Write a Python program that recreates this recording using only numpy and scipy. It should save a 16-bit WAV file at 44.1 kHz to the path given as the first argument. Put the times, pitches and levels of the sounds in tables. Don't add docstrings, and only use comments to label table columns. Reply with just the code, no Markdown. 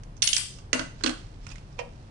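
import sys
import numpy as np
from scipy import signal
from scipy.fft import rfft, irfft
from scipy.io import wavfile
from scipy.ndimage import uniform_filter1d, minimum_filter1d

SR = 44100
rng = np.random.default_rng(int(sys.argv[2]) if len(sys.argv) > 2 else 0)


def wrap_up_sound(samples):
    columns = np.atleast_2d(samples).T
    tamed = np.clip(columns, -1, 1)
    steps = np.round(tamed * 32767).astype(np.int16)
    wavfile.write(sys.argv[1], SR, steps)


N = 92610
T = np.arange(N) / SR

# start in seconds, level in dB, rasp length in seconds, tilt in dB per octave, resonance in Hz.
SLIDER_CATCHES = [(0.2208, 19.5, 0.0064, .5, 5700), (0.2261, 22.5, 0.00092, -2, 1945),
                  (0.2728, 16, 0.0018, 8, 6700), (.2748, 21, 0.003, 1, 2920),
                  (.3302, 20, 0.0037, -0.5, 3140), (0.333, 16.5, 0.0015, 8, 6160),
                  (0.3657, 19, 0.00032, 1, 5090), (0.3676, 16.5, 0.00098, -2, 2464)]
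# frequency in Hz, gain in dB.
SLIDER_SPECTRUM = [(200, -35.5), (600, -30), (1000, -18.5), (1400, -11.5), (2100, -4.5), (2800, 3.5),
                   (3900, 5.5), (5000, 5), (6400, 5.5), (7900, -4), (9900, -10), (11000, -32)]
# frequency in Hz, level in dB, time to fall 60 dB (T60) in seconds.
BLADE_RESONANCES = [(2772, -50, .25), (2875, -54, .15), (2990, -52, .2), (4303, -49, .2), (5487, -47, .1),
                    (5807, -47, .12), (9414, -59, .16)]
def slider():
    out, blade = np.zeros(N), ring(BLADE_RESONANCES)
    for s, db, length_s, tilt_db, hz in SLIDER_CATCHES:
        slips = rasp(length_s)
        body = shell(snap=0.96, low_t60=0.019, high_t60=0.022)
        click = through(through(slips, body), colour(SLIDER_SPECTRUM, tilt_db, hz, peak_db=8.5))
        add(out, s, from_db(db) * unit(click))
        add(out, s, from_db(db) * blade)
    return out


# start in seconds, level in dB, tilt in dB per octave, resonance in Hz,
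# thump level in dB, thump centre in Hz.
CUTTER_IMPACTS = [(0.7303, 11, 0.5, 6260, -38, 251), (0.731, 12.5, 0.5, 2050, -25, 256),
                  (0.7398, 4.5, -2, 2740, -29, 262), (0.794, 3, -0.5, 1567, -28, 306),
                  (1.0095, -15.5, -4.5, 1570, -57, 305), (1.0374, 4.5, 3.5, 4160, -20.5, 325),
                  (1.0374, 1.5, 2, 4300, -41, 305), (1.043, 2.5, -2.5, 4150, -36, 298),
                  (1.062, 6.5, 0.5, 3274, -26.5, 271), (1.0657, -0.5, -0.5, 4400, -35, 277),
                  (1.0721, 0, 2.5, 2620, -60, 290), (1.0771, -4, 1, 2270, -45, 290),
                  (1.094, -2, 1, 1620, -26.5, 312), (1.104, -11, 1, 1550, -45.5, 310),
                  (1.112, -16.5, 3, 4570, -44, 310)]
# frequency in Hz, gain in dB.
CUTTER_SPECTRUM = [(140, -8.5), (340, -5.5), (500, 2), (850, -4), (1400, 4), (2000, -3), (3000, 1.5),
                   (3650, -3), (4400, -1), (6200, -3), (7800, -9.5), (9500, -19), (11000, -47.5)]
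# frequency in Hz, level in dB, T60 in seconds.
HANDLE_RESONANCES = [(1373, -45, 0.1), (1470, -41, 0.12), (1560, -44, 0.12), (1650, -45, .13),
                     (2003, -41, .08), (2627, -43, 0.07), (4290, -33, 0.05)]
TABLE_RESONANCES = [(245.5, -2.5, 0.2), (266.2, 2, 0.22), (317.1, -1.5, 0.11), (540, -19, 0.085)]
TIP_RESONANCES = [(1254, -36, .08), (2006, -14.5, .026), (2772, -24, .018), (4764, -28, .02)]
THUMP_OCTAVES, GRIP_DAMPING_DB, LET_GO_S = 0.27, 12, 1.05
def cutter_on_table():
    out, handle = np.zeros(N), ring(HANDLE_RESONANCES)
    for s, db, tilt_db, hz, thump_db, thump_hz in CUTTER_IMPACTS:
        body = shell(snap=0.45, low_t60=0.03, high_t60=0.025)
        crack = through(body, colour(CUTTER_SPECTRUM, tilt_db, hz, peak_db=13))
        table = ring([(f, level - 9 * min(abs(np.log2(f / thump_hz)) / THUMP_OCTAVES, 1), t60)
                      for f, level, t60 in TABLE_RESONANCES])
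        handle_db = db + 1 - GRIP_DAMPING_DB * (s < LET_GO_S)
        add(out, s, from_db(db) * unit(crack))
        add(out, s, from_db(handle_db) * handle + from_db(thump_db) * table)
    s, db = CUTTER_IMPACTS[0][:2]
    add(out, s, from_db(db) * ring(TIP_RESONANCES))
    return out


# start in seconds, level in dB.
PACKAGE_IMPACTS = [(1.7836, -21), (1.79, -2)]
# frequency in Hz, gain in dB.
PACKAGE_SPECTRUM = [(300, -42.5), (520, 5), (740, -5), (980, -1), (1400, -12), (1900, -5.5), (2700, -6),
                    (3700, -17.5), (6000, -13.5), (10500, -41)]
# frequency in Hz, level in dB, T60 in seconds.
PACKAGE_RESONANCES = [(494, -28, .18), (575, -42, .08), (673, -40, .12), (955, -27.5, .085),
                      (1663, -46, .2), (1875, -38.5, .16), (2425, -27, .07), (2697, -36, .11),
                      (3112, -36.5, .13)]
def package():
    blows = np.zeros(N)
    for s, db in PACKAGE_IMPACTS:
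        add(blows, s, from_db([db]))
    body = shell(snap=0.13, low_t60=0.06, high_t60=0.07)
    clack = unit(through(body, colour(PACKAGE_SPECTRUM)))
    return through(blows, clack) + through(blows, ring(PACKAGE_RESONANCES))


# start in seconds, level in dB, rasp length in seconds, resonance in Hz.
GRIP_SLIPS = [(0.035, -21.5, 0.00048, 4670), (.167, -24.5, 0.0026, 6460), (0.175, -27.5, 0.0056, 5760),
              (0.586, -19.5, 0.0061, 2730), (1.466, -18, 0.0023, 1440), (1.467, -13.5, 0.0045, 2600),
              (1.489, -17.5, .005, 5450), (1.502, -18.5, 0.0078, 2640), (1.514, -13.5, 0.0087, 2580),
              (1.5575, -18, 0.00095, 2140), (1.5827, -22, 0.0009, 2600), (1.7261, -33, .001, 5400)]
# frequency in Hz, gain in dB.
TICK_SPECTRUM = [(300, -12), (900, 7), (1400, 3.5), (2700, 1), (4000, -1), (6000, 6), (8000, -6),
                 (10500, -17)]
def finger_ticks():
    out = np.zeros(N)
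    for s, db, length_s, hz in GRIP_SLIPS:
        body = shell(snap=1.0, low_t60=0.037, high_t60=0.025)
        creak = through(rasp(length_s), body)
        tick = through(creak, colour(TICK_SPECTRUM, 0, hz, peak_db=15.5, octaves=0.14))
        add(out, s, from_db(db) * unit(tick))
    return out


# time in seconds, level in dB.
RUB_ENVELOPE = [(.9, -74), (1.0, -54), (1.28, -56.5), (1.38, -65), (1.45, -54), (1.53, -53), (1.62, -63.5),
                (1.75, -61.5)]
# frequency in Hz, gain in dB.
RUB_SPECTRUM = [(300, -3), (1500, 4.5), (5500, 5.5), (8000, -3.5), (10500, -22)]
def finger_rub(slips_per_s=3000):
    slips = rng.standard_normal(N) * (rng.random(N) < slips_per_s / SR)
    friction = through(slips, colour(RUB_SPECTRUM))
    return friction / np.std(friction) * from_db(np.interp(T, *np.transpose(RUB_ENVELOPE)))


def rasp(length_s, slips_per_s=4000):
    t = T[:SR // 20]
    slips = rng.choice([-1, 1], len(t)) * (rng.random(len(t)) < slips_per_s / SR)
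    slips = slips * np.exp(-(t / length_s) ** 2)
    slips[0] = 0.64
    return unit(slips)


def shell(snap, low_t60, high_t60):
    response = dying_noise([(500, low_t60), (8000, high_t60)], size=4096)
    response[0] += snap
    spectrum = rfft(response, 2 * len(response))
    envelope = np.sqrt(uniform_filter1d(np.abs(spectrum) ** 2, size=120))
    return unit(irfft(spectrum / envelope)[:len(response)])


def ring(modes):
    t = T[:SR // 2]
    return sum((-1) ** k * from_db(db - 60 * t / t60) * np.sin(2 * np.pi * hz * t)
               for k, (hz, db, t60) in enumerate(modes))


# frequency in Hz, left gain in dB, right gain in dB.
REVERB_SPECTRUM = [(260, 0, -12), (552, -1, -3), (1220, -5, -9), (2380, -10.5, -12.5), (4460, -13.5, -13),
                   (6150, -23, -13.5), (7940, -8.5, -11), (9330, 4, -14)]
# frequency in Hz, T60 in seconds.
REVERB_TIMES = [(200, 0.24), (1000, 0.31), (2400, 0.39), (6000, 0.39), (10000, 0.31)]
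# delay in seconds, gain in dB.
LEFT_REFLECTIONS = [(.0102, -25), (.0152, -18.5), (.0185, -26)]
def room(build_s=0.007):
    washes = [dying_noise(REVERB_TIMES), dying_noise(REVERB_TIMES)]
    swell = 1 - np.exp(-(T[:len(washes[0])] / build_s) ** 2)
    left, right = [through(unit(wash * swell), colour(np.array(REVERB_SPECTRUM)[:, [0, side + 1]]))
                   for side, wash in enumerate(washes)]
    for s, db in LEFT_REFLECTIONS:
        add(left, s, from_db([db]))
    return left, right


# frequency in Hz, gain in dB.
LEFT_SHADOW = [(100, 4), (270, 5.5), (550, 5), (1200, -6.5), (2500, -15.5), (5000, -27), (10000, -13.5)]
def place(x, walls, left_db, left_room_db, right_room_db):
    shadowed = from_db(left_db) * through(late(x), colour(LEFT_SHADOW))
    return np.array([shadowed + from_db(left_room_db) * through(x, walls[0]),
                     x + from_db(right_room_db) * through(x, walls[1])])


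def late(x, lag_s=0.00035):
    return np.interp(T - lag_s, T, x)


# frequency in Hz, gain on white noise in dB.
COMMON_RUMBLE = [(15, -37), (38, -16), (62, -27), (115, -21), (190, -31.5), (300, -38), (600, -45),
                 (1500, -56), (5000, -94.5)]
LEFT_HISS = [(30, -27.5), (120, -46), (300, -50), (700, -45.5), (2000, -56), (5500, -66), (8000, -69),
             (9800, -66), (10800, -104)]
RIGHT_HISS = [(30, -47), (120, -40.5), (300, -60), (700, -45), (2000, -55.5), (5500, -60.5), (8000, -70.5),
              (9800, -66.5), (10800, -103)]
def room_tone():
    rumble, left, right = [signal.fftconvolve(rng.standard_normal(N + SR), colour(points), "valid")[:N]
                           for points in (COMMON_RUMBLE, LEFT_HISS, RIGHT_HISS)]
    return np.array([late(rumble) + left, rumble + right])


def dying_noise(t60s, size=32768):
    edges = np.r_[0, np.geomspace(180, 12000, 15), SR]
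    white = rfft(rng.standard_normal(size))
    hz = np.arange(size // 2 + 1) * SR / size
    out = 0
    for low, high in zip(edges, edges[1:]):
        band = irfft(white * ((hz >= low) & (hz < high)))
        decay = from_db(-60 * T[:size] / at_hz(t60s, (low + high) / 2))
        out = out + unit(band * decay) * np.sqrt(min(high, SR / 2) - low)
    return unit(out)


def colour(points, tilt_db=0, peak_hz=3000, peak_db=0, octaves=0.067, size=8192):
    hz = np.arange(size // 2 + 1) * SR / size
    db = at_hz(points, hz) + tilt_db * np.log2(np.maximum(hz, 300) / 3000)
    db += peak_db / (1 + (np.log2((hz + 1) / peak_hz) / octaves) ** 2)
    cepstrum = irfft(np.log(from_db(db)))
    cepstrum[1:size // 2] *= 2
    cepstrum[size // 2 + 1:] = 0
    return irfft(np.exp(rfft(cepstrum)))


def from_db(db):
    return 10 ** (np.asarray(db) / 20)


def at_hz(points, hz):
    points = np.array(points)
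    return np.interp(np.log(hz + 1), np.log(points[:, 0]), points[:, 1])


def unit(x):
    return x / np.sqrt(np.sum(x ** 2) + 1e-20)


def through(x, response):
    return signal.fftconvolve(x, response)[:N]


def add(out, s, x):
    i = int(s * SR)
    out[i:i + len(x)] += x[:N - i]


def scene():
    walls = room()
    return (place(slider(), walls, left_db=-6, left_room_db=-3, right_room_db=1)
            + place(cutter_on_table(), walls, left_db=-5, left_room_db=-2.5, right_room_db=1)
            + place(finger_ticks() + finger_rub(), walls, left_db=-13, left_room_db=-5.5, right_room_db=1)
            + place(package(), walls, left_db=-21, left_room_db=-4, right_room_db=-1)
            + room_tone())


def limiter(x, threshold_db=-10, release_db_per_s=55, look_ahead_s=0.0021, ceiling=1.4):
    size = int(look_ahead_s * SR)
    level_db = 10 * np.log10(np.abs(uniform_filter1d(x ** 2, size=44)) + 1e-12)
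    over_db = np.maximum(level_db - threshold_db, 0)
    duck_db = np.maximum.accumulate(over_db + release_db_per_s * T) - release_db_per_s * T
    gain_db = uniform_filter1d(minimum_filter1d(-duck_db, 2 * size), size)
    return ceiling * np.tanh(x * from_db(gain_db) / ceiling)


def record(dry, cutoff_hz=10800):
    low_pass = signal.ellip(10, .3, 65, cutoff_hz, fs=SR, output="sos")
    return signal.sosfilt(low_pass, np.array([limiter(x) for x in dry]))


dry = scene()
out = record(dry)
wrap_up_sound(out)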